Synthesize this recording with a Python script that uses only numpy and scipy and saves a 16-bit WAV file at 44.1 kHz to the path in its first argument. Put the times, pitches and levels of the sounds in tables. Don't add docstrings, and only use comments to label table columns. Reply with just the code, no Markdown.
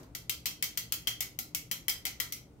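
import sys
import numpy as np
from scipy import signal
from scipy.fft import rfft, irfft, next_fast_len
from scipy.io import wavfile

SR = 44100
rng = np.random.default_rng(int(sys.argv[2]) if len(sys.argv) > 2 else 0)


def makeup_ratio(level_db):
    decades = np.asarray(level_db, float) / 20
    return 10 ** decades


def store_wav(level_fs):
    pcm = np.round(np.clip(np.atleast_2d(level_fs), -1, 1) * 32767)
    wavfile.write(sys.argv[1], SR, pcm.T.astype(np.int16))


N = 114660

# (frequency [Hz], level [dB rms])
HUM_BANDS = [(118.4, -59.5), (161.5, -62.5), (296.1, -68)]
# (frequency [Hz], density [dB per Hz])
RUMBLE_SPECTRUM = [(15, -17), (25, -18.5), (64, 0), (92, -10), (167, -17.5), (213, -10), (408, -15.5),
                   (484, -17.5), (1500, -33), (1950, -77), (3300, -120)]
# (frequency [Hz], density [dB per Hz])
HISS_SPECTRUM = [(600, -35), (1200, -15), (2000, -6.5), (3500, -12), (7000, -14), (9300, -14), (11000, -18),
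                 (15700, -18)]
# (frequency [Hz], density [dB per Hz])
CLATTER_SPECTRUM = [(180, -3), (300, 2.5), (450, -7), (700, -9.5), (1500, -14.5), (2500, -26), (5000, -48)]
# (frequency [Hz], correlation [0-1])
PORT_LIKENESS = [(40, 1), (200, 0.93), (400, 0.81), (1000, 0.033)]
# (frequency [Hz], t60 [s])
WALL_T60 = [(500, 0.34), (2000, 0.32), (5000, 0.28), (10000, 0.24), (16000, 0.19)]
# (frequency [Hz], level [dB])
WALL_COLOUR = [(500, -1.5), (2000, -1.5), (6000, 0.5), (9500, -1.5), (15000, 0)]
# (time [s], level [dB])
TIP_TICKS = [
    (.6415, -19),
    (.7775, -19),
    (.9388, -24),
    (1.2083, -24),
    (1.2233, -23),
    (1.897, -22),
    (2.2055, -23),
]
# (frequency [Hz], level [dB], t60 [s])
TIP_MODES = [(14400, -10, 0.008), (11120, -16.5, 0.0041)]
# (frequency [Hz], level [dB])
MESH_COLOUR = [(500, -24.5), (1750, -17), (2000, -6), (3800, -6), (6500, -3), (9200, -9), (13000, -0.5),
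               (15700, -3.5)]
# (frequency [Hz], t60 [s])
MESH_DECAY = [(800, 0.071), (3000, 0.052), (8000, 0.036), (15000, 0.031)]
# (frequency [Hz], level [dB], t60 [s])
STEEL_MODES = [(560, -36.5, 0.028), (780, -31, 0.041), (1043, -37.5, 0.022), (1386, -32, 0.048),
               (2496, -36, 0.066), (3450, -30.5, 0.092), (4050, -31.5, 0.05), (4120, -35, 0.042),
               (5020, -33, .08), (5820, -24, 0.11), (5970, -28.5, 0.16), (7550, -35, 0.068),
               (13600, -36, 0.023)]
# (frequency [Hz], level [dB], t60 [s])
LOWER_ARM_MODES = [(3137.4, -0.5, .12), (3225, 5, 0.028)]
# (frequency [Hz], level [dB], t60 [s])
UPPER_ARM_MODES = [(5000, -7.5, 0.052), (5050, -14, .03)]
# (frequency [Hz], level [dB], t60 [s])
RIM_MODES = [(1968.5, -1, 0.043), (2028.5, -0.5, 0.085), (2144, -1, 0.088), (2225, -3, .12)]
# (time [s], peak [dB], lower arm ring [dB], rim ring [dB], body under the top [dB])
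RAPS = [(0.1497, -27, -21.5, -19, 1), (0.2954, -19, -24, -29, 2), (0.4572, -21, -20, -23, 4),
        (0.625, -18.5, -19.5, -20.5, 1.5), (0.7738, -20.5, -20, -22.5, 1.5), (0.9223, -18, -23, -25, -2),
        (1.072, -20.5, -13, -23.5, 0.5), (1.2057, -19.5, -26, -21, -1.5), (1.3887, -22.5, -33, -29, -3),
        (1.5478, -19, -29.5, -24, -1), (1.713, -21, -22.5, -21.5, 0.5), (1.8821, -16, -21, -23, -8),
        (2.0528, -22, -23, -19, 1.5), (2.2006, -19.5, -23.5, -21, 0.5), (2.3228, -25, -24.5, -22, 0.5)]
# (time [s], peak [dB], lower arm ring [dB], upper arm ring [dB], body [dB])
BRUSHES = [(-.07, -31, -37, -33, -1), (.031, -53, -33, -30, 6), (0.4658, -26, -13, -38, -0.5),
           (.6295, -32.5, -18, -33, 2), (.6415, -25.5, -29, -28, -5), (0.779, -31, -16, -39, -14),
           (0.9387, -33, -14, -30, -3), (1.080, -27, -21, -33, 5), (1.2237, -31, -24, -40, 0),
           (1.718, -25.5, -22.5, -20, -7.5), (1.8945, -29, -31, 5, 4.5), (1.897, -20, -23.5, -29, -3),
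           (2.0663, -31, -26, -16, 10), (2.213, -36, -21, -4, 0)]

HUM_WIDTH_HZ, RUMBLE_DB, HISS_DB, FLOOR_PAN_DB = 8.9, -58, -75, 0.73
CLATTER_DB, CLATTER_T60_S = -51.5, 0.5
KITCHEN_DB, FIRST_WALL_S = 4, 0.0011
NEAR_T60_S, NEAR_DB = 0.017, 4
RING_WET_DB, MESH_WET_DB = -4, -14
BLOW_DB, BLOW_S = 19, 0.0007924
LEFT_DB, RIGHT_DB, RIGHT_LAG_S, SHADOW_HZ = 2.5, -8.5, 0.00035, 12300
PING_LEFT_DB, PING_RIGHT_DB, PING_RISE_S = 12, 2, 0.00044
MESH_DB, CRACK_DB, CRACK_T60_S, RISE_S = -9, 8.5, 0.0064, 0.00032
SCATTER_DB, BODY_HZ = 4.5, 6500
WAVER, WAVER_HZ = 0.45, 60
RATTLES, RATTLE_S, RATTLE_DB = 6, 0.048, -16
TOP_HZ, RAP_TOP_HZ = 15800, 16800
LEAD_S = 0.1


def unit(x):
    return x / np.sqrt(np.mean(x ** 2) + 1e-20)


def along(points, hz):
    f, v = np.transpose(points)
    return np.interp(np.log(hz + 1), np.log(f + 1), v)


def filtered(x, response):
    m = next_fast_len(x.shape[-1] + 4096)
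    spectrum = rfft(x, m) * response(np.fft.rfftfreq(m, 1 / SR))
    return irfft(spectrum, m)[..., :x.shape[-1]]


def below(top_hz, order):
    return lambda f: 1 / (1 + (f / top_hz) ** order)


def closed(points):
    return lambda hz: makeup_ratio(along(points, hz)) * (hz > points[0][0]) * (hz < TOP_HZ)


def ring(modes, t):
    hz, db, t60 = np.transpose(modes)[:, :, None]
    return makeup_ratio(db - 60 * t / t60) * np.sin(2 * np.pi * hz * t)


def rush(gain):
    def mid_side(hz):
        turn = np.arccos(np.clip(along(PORT_LIKENESS, hz), -1, 1)) / 2
        return gain(hz) * [np.cos(turn), np.sin(turn)]
    mid, side = filtered(rng.standard_normal((2, N)), mid_side)
    return unit(np.array([mid + side, mid - side]))


def fridge():
    return sum(makeup_ratio(db) * rush(lambda f: 1 / (1 + ((f - hz) / HUM_WIDTH_HZ) ** 2)) for hz, db in HUM_BANDS)


def hood():
    return makeup_ratio(RUMBLE_DB) * rush(closed(RUMBLE_SPECTRUM)) + makeup_ratio(HISS_DB) * rush(closed(HISS_SPECTRUM))


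def pan_clatter():
    fade = makeup_ratio(CLATTER_DB - 60 * np.arange(N) / SR / CLATTER_T60_S)
    return fade * rush(closed(CLATTER_SPECTRUM))


def background():
    return (fridge() + hood() + pan_clatter()) * makeup_ratio([[FLOOR_PAN_DB], [-FLOOR_PAN_DB]])


def kitchen(x):
    hz, t, z = signal.stft(rng.standard_normal((2, SR // 2)), SR, nperseg=128)
    fade = makeup_ratio(-60 * t / along(WALL_T60, hz)[:, None]) + makeup_ratio(NEAR_DB - 60 * t / NEAR_T60_S)
    colour = makeup_ratio(along(WALL_COLOUR, hz)[:, None])
    tail = signal.istft(z * fade * colour, SR, nperseg=128)[1]
    tail = tail * np.clip(np.arange(tail.shape[1]) / SR / FIRST_WALL_S, 0, 1)
    return signal.fftconvolve(x[None], tail / np.linalg.norm(tail[0]), axes=1) * makeup_ratio(KITCHEN_DB)


def pings():
    t, out = np.arange(600) / SR, np.zeros((2, N))
    tick = ring(TIP_MODES[:1], t)[0] * (1 - np.exp(-t / PING_RISE_S))
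    for s, db in TIP_TICKS:
        out[0, round(s * SR):][:len(t)] += makeup_ratio(db + PING_LEFT_DB) * tick
        out[1, round((s + RIGHT_LAG_S) * SR):][:len(t)] += makeup_ratio(db + PING_RIGHT_DB) * tick
    return out


def mesh_modes(t):
    hz = np.linspace(500, 15700, 500) + rng.uniform(-15, 15, 500)
    life_s = along(MESH_DECAY, hz) * np.exp(0.49 * rng.standard_normal(len(hz)))
    db = along(MESH_COLOUR, hz)
    return hz, ring(np.c_[hz, db, life_s], t) / np.linalg.norm(makeup_ratio(db))


def clear_rings(t, lower_db, part, part_db, body_db):
    steel_db = body_db + SCATTER_DB * rng.uniform(-2.4, 1.17, len(STEEL_MODES))
    rings = makeup_ratio(steel_db) @ ring(STEEL_MODES, t)
    rings = rings + makeup_ratio(lower_db) * ring(LOWER_ARM_MODES, t).sum(axis=0)
    rings = rings + makeup_ratio(part_db) * ring(part, t).sum(axis=0)
    shake = unit(filtered(rng.standard_normal(len(t)), below(WAVER_HZ, order=4)))
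    return rings * (1 + WAVER * shake)


def tip_rattle(t):
    when, size = rng.uniform(size=(2, RATTLES))
    at = np.r_[0, (when * RATTLE_S * SR).astype(int)]
    strength = np.r_[1, makeup_ratio(RATTLE_DB - 12 * when) * (2 * size - 1)]
    ticks = np.bincount(at, strength, len(t))
    return signal.fftconvolve(ticks, ring(TIP_MODES, t[:400]).sum(axis=0))[:len(t)]


def tongs():
    t = np.arange(SR // 6) / SR
    mesh_hz, mesh_waves = mesh_modes(t)
    rise = 1 - np.exp(-t / RISE_S)
    out = np.zeros((2, N + 2 * SR))
    contacts = [(row, RIM_MODES, RAP_TOP_HZ) for row in RAPS]
    contacts += [(row, UPPER_ARM_MODES, TOP_HZ) for row in BRUSHES]
    for (s, db, lower_db, part_db, body_db), part, top_hz in contacts:
        body = lambda f: makeup_ratio(body_db / (1 + (f / BODY_HZ) ** 4))
        colour = lambda f: makeup_ratio(along(MESH_COLOUR, f)) * body(f) * below(top_hz, order=60)(f)
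        mesh = body(mesh_hz) * rng.standard_normal(len(mesh_waves)) @ mesh_waves
        rings = clear_rings(t, lower_db, part, part_db, body_db)
        ping = filtered(tip_rattle(t), below(top_hz, order=60))
        crack = filtered(rng.standard_normal(len(t)) * makeup_ratio(-60 * t / CRACK_T60_S), colour)
        metal = filtered((makeup_ratio(MESH_DB) * mesh + rings) * rise, below(TOP_HZ, order=60))
        left = makeup_ratio(db) * (metal + makeup_ratio(CRACK_DB) * crack * rise + ping)
        right = filtered(left, lambda f: np.exp(-2j * np.pi * f * RIGHT_LAG_S) / (1 + 1j * f / SHADOW_HZ))
        blow = filtered(1. * (t == 0), lambda f: colour(f) * np.exp(-2j * np.pi * f * BLOW_S))
        to_walls = makeup_ratio(db + RING_WET_DB) * rings + makeup_ratio(db + MESH_WET_DB) * mesh + makeup_ratio(db + BLOW_DB) * blow
        wet = filtered(kitchen(to_walls), below(TOP_HZ, order=200))
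        at = round((s + LEAD_S) * SR)
        out[:, at:at + wet.shape[1]] += wet
        out[:, at:at + len(t)] += np.array([left, right]) * makeup_ratio([[LEFT_DB], [RIGHT_DB]])
    return out[:, round(LEAD_S * SR):][:, :N]


def scene():
    return background() + pings() + tongs()


def band_limit(x):
    return signal.sosfilt(signal.butter(12, 17040, fs=SR, output="sos"), x)


def record(dry):
    return band_limit(dry)


dry = scene()
out = record(dry)
store_wav(out)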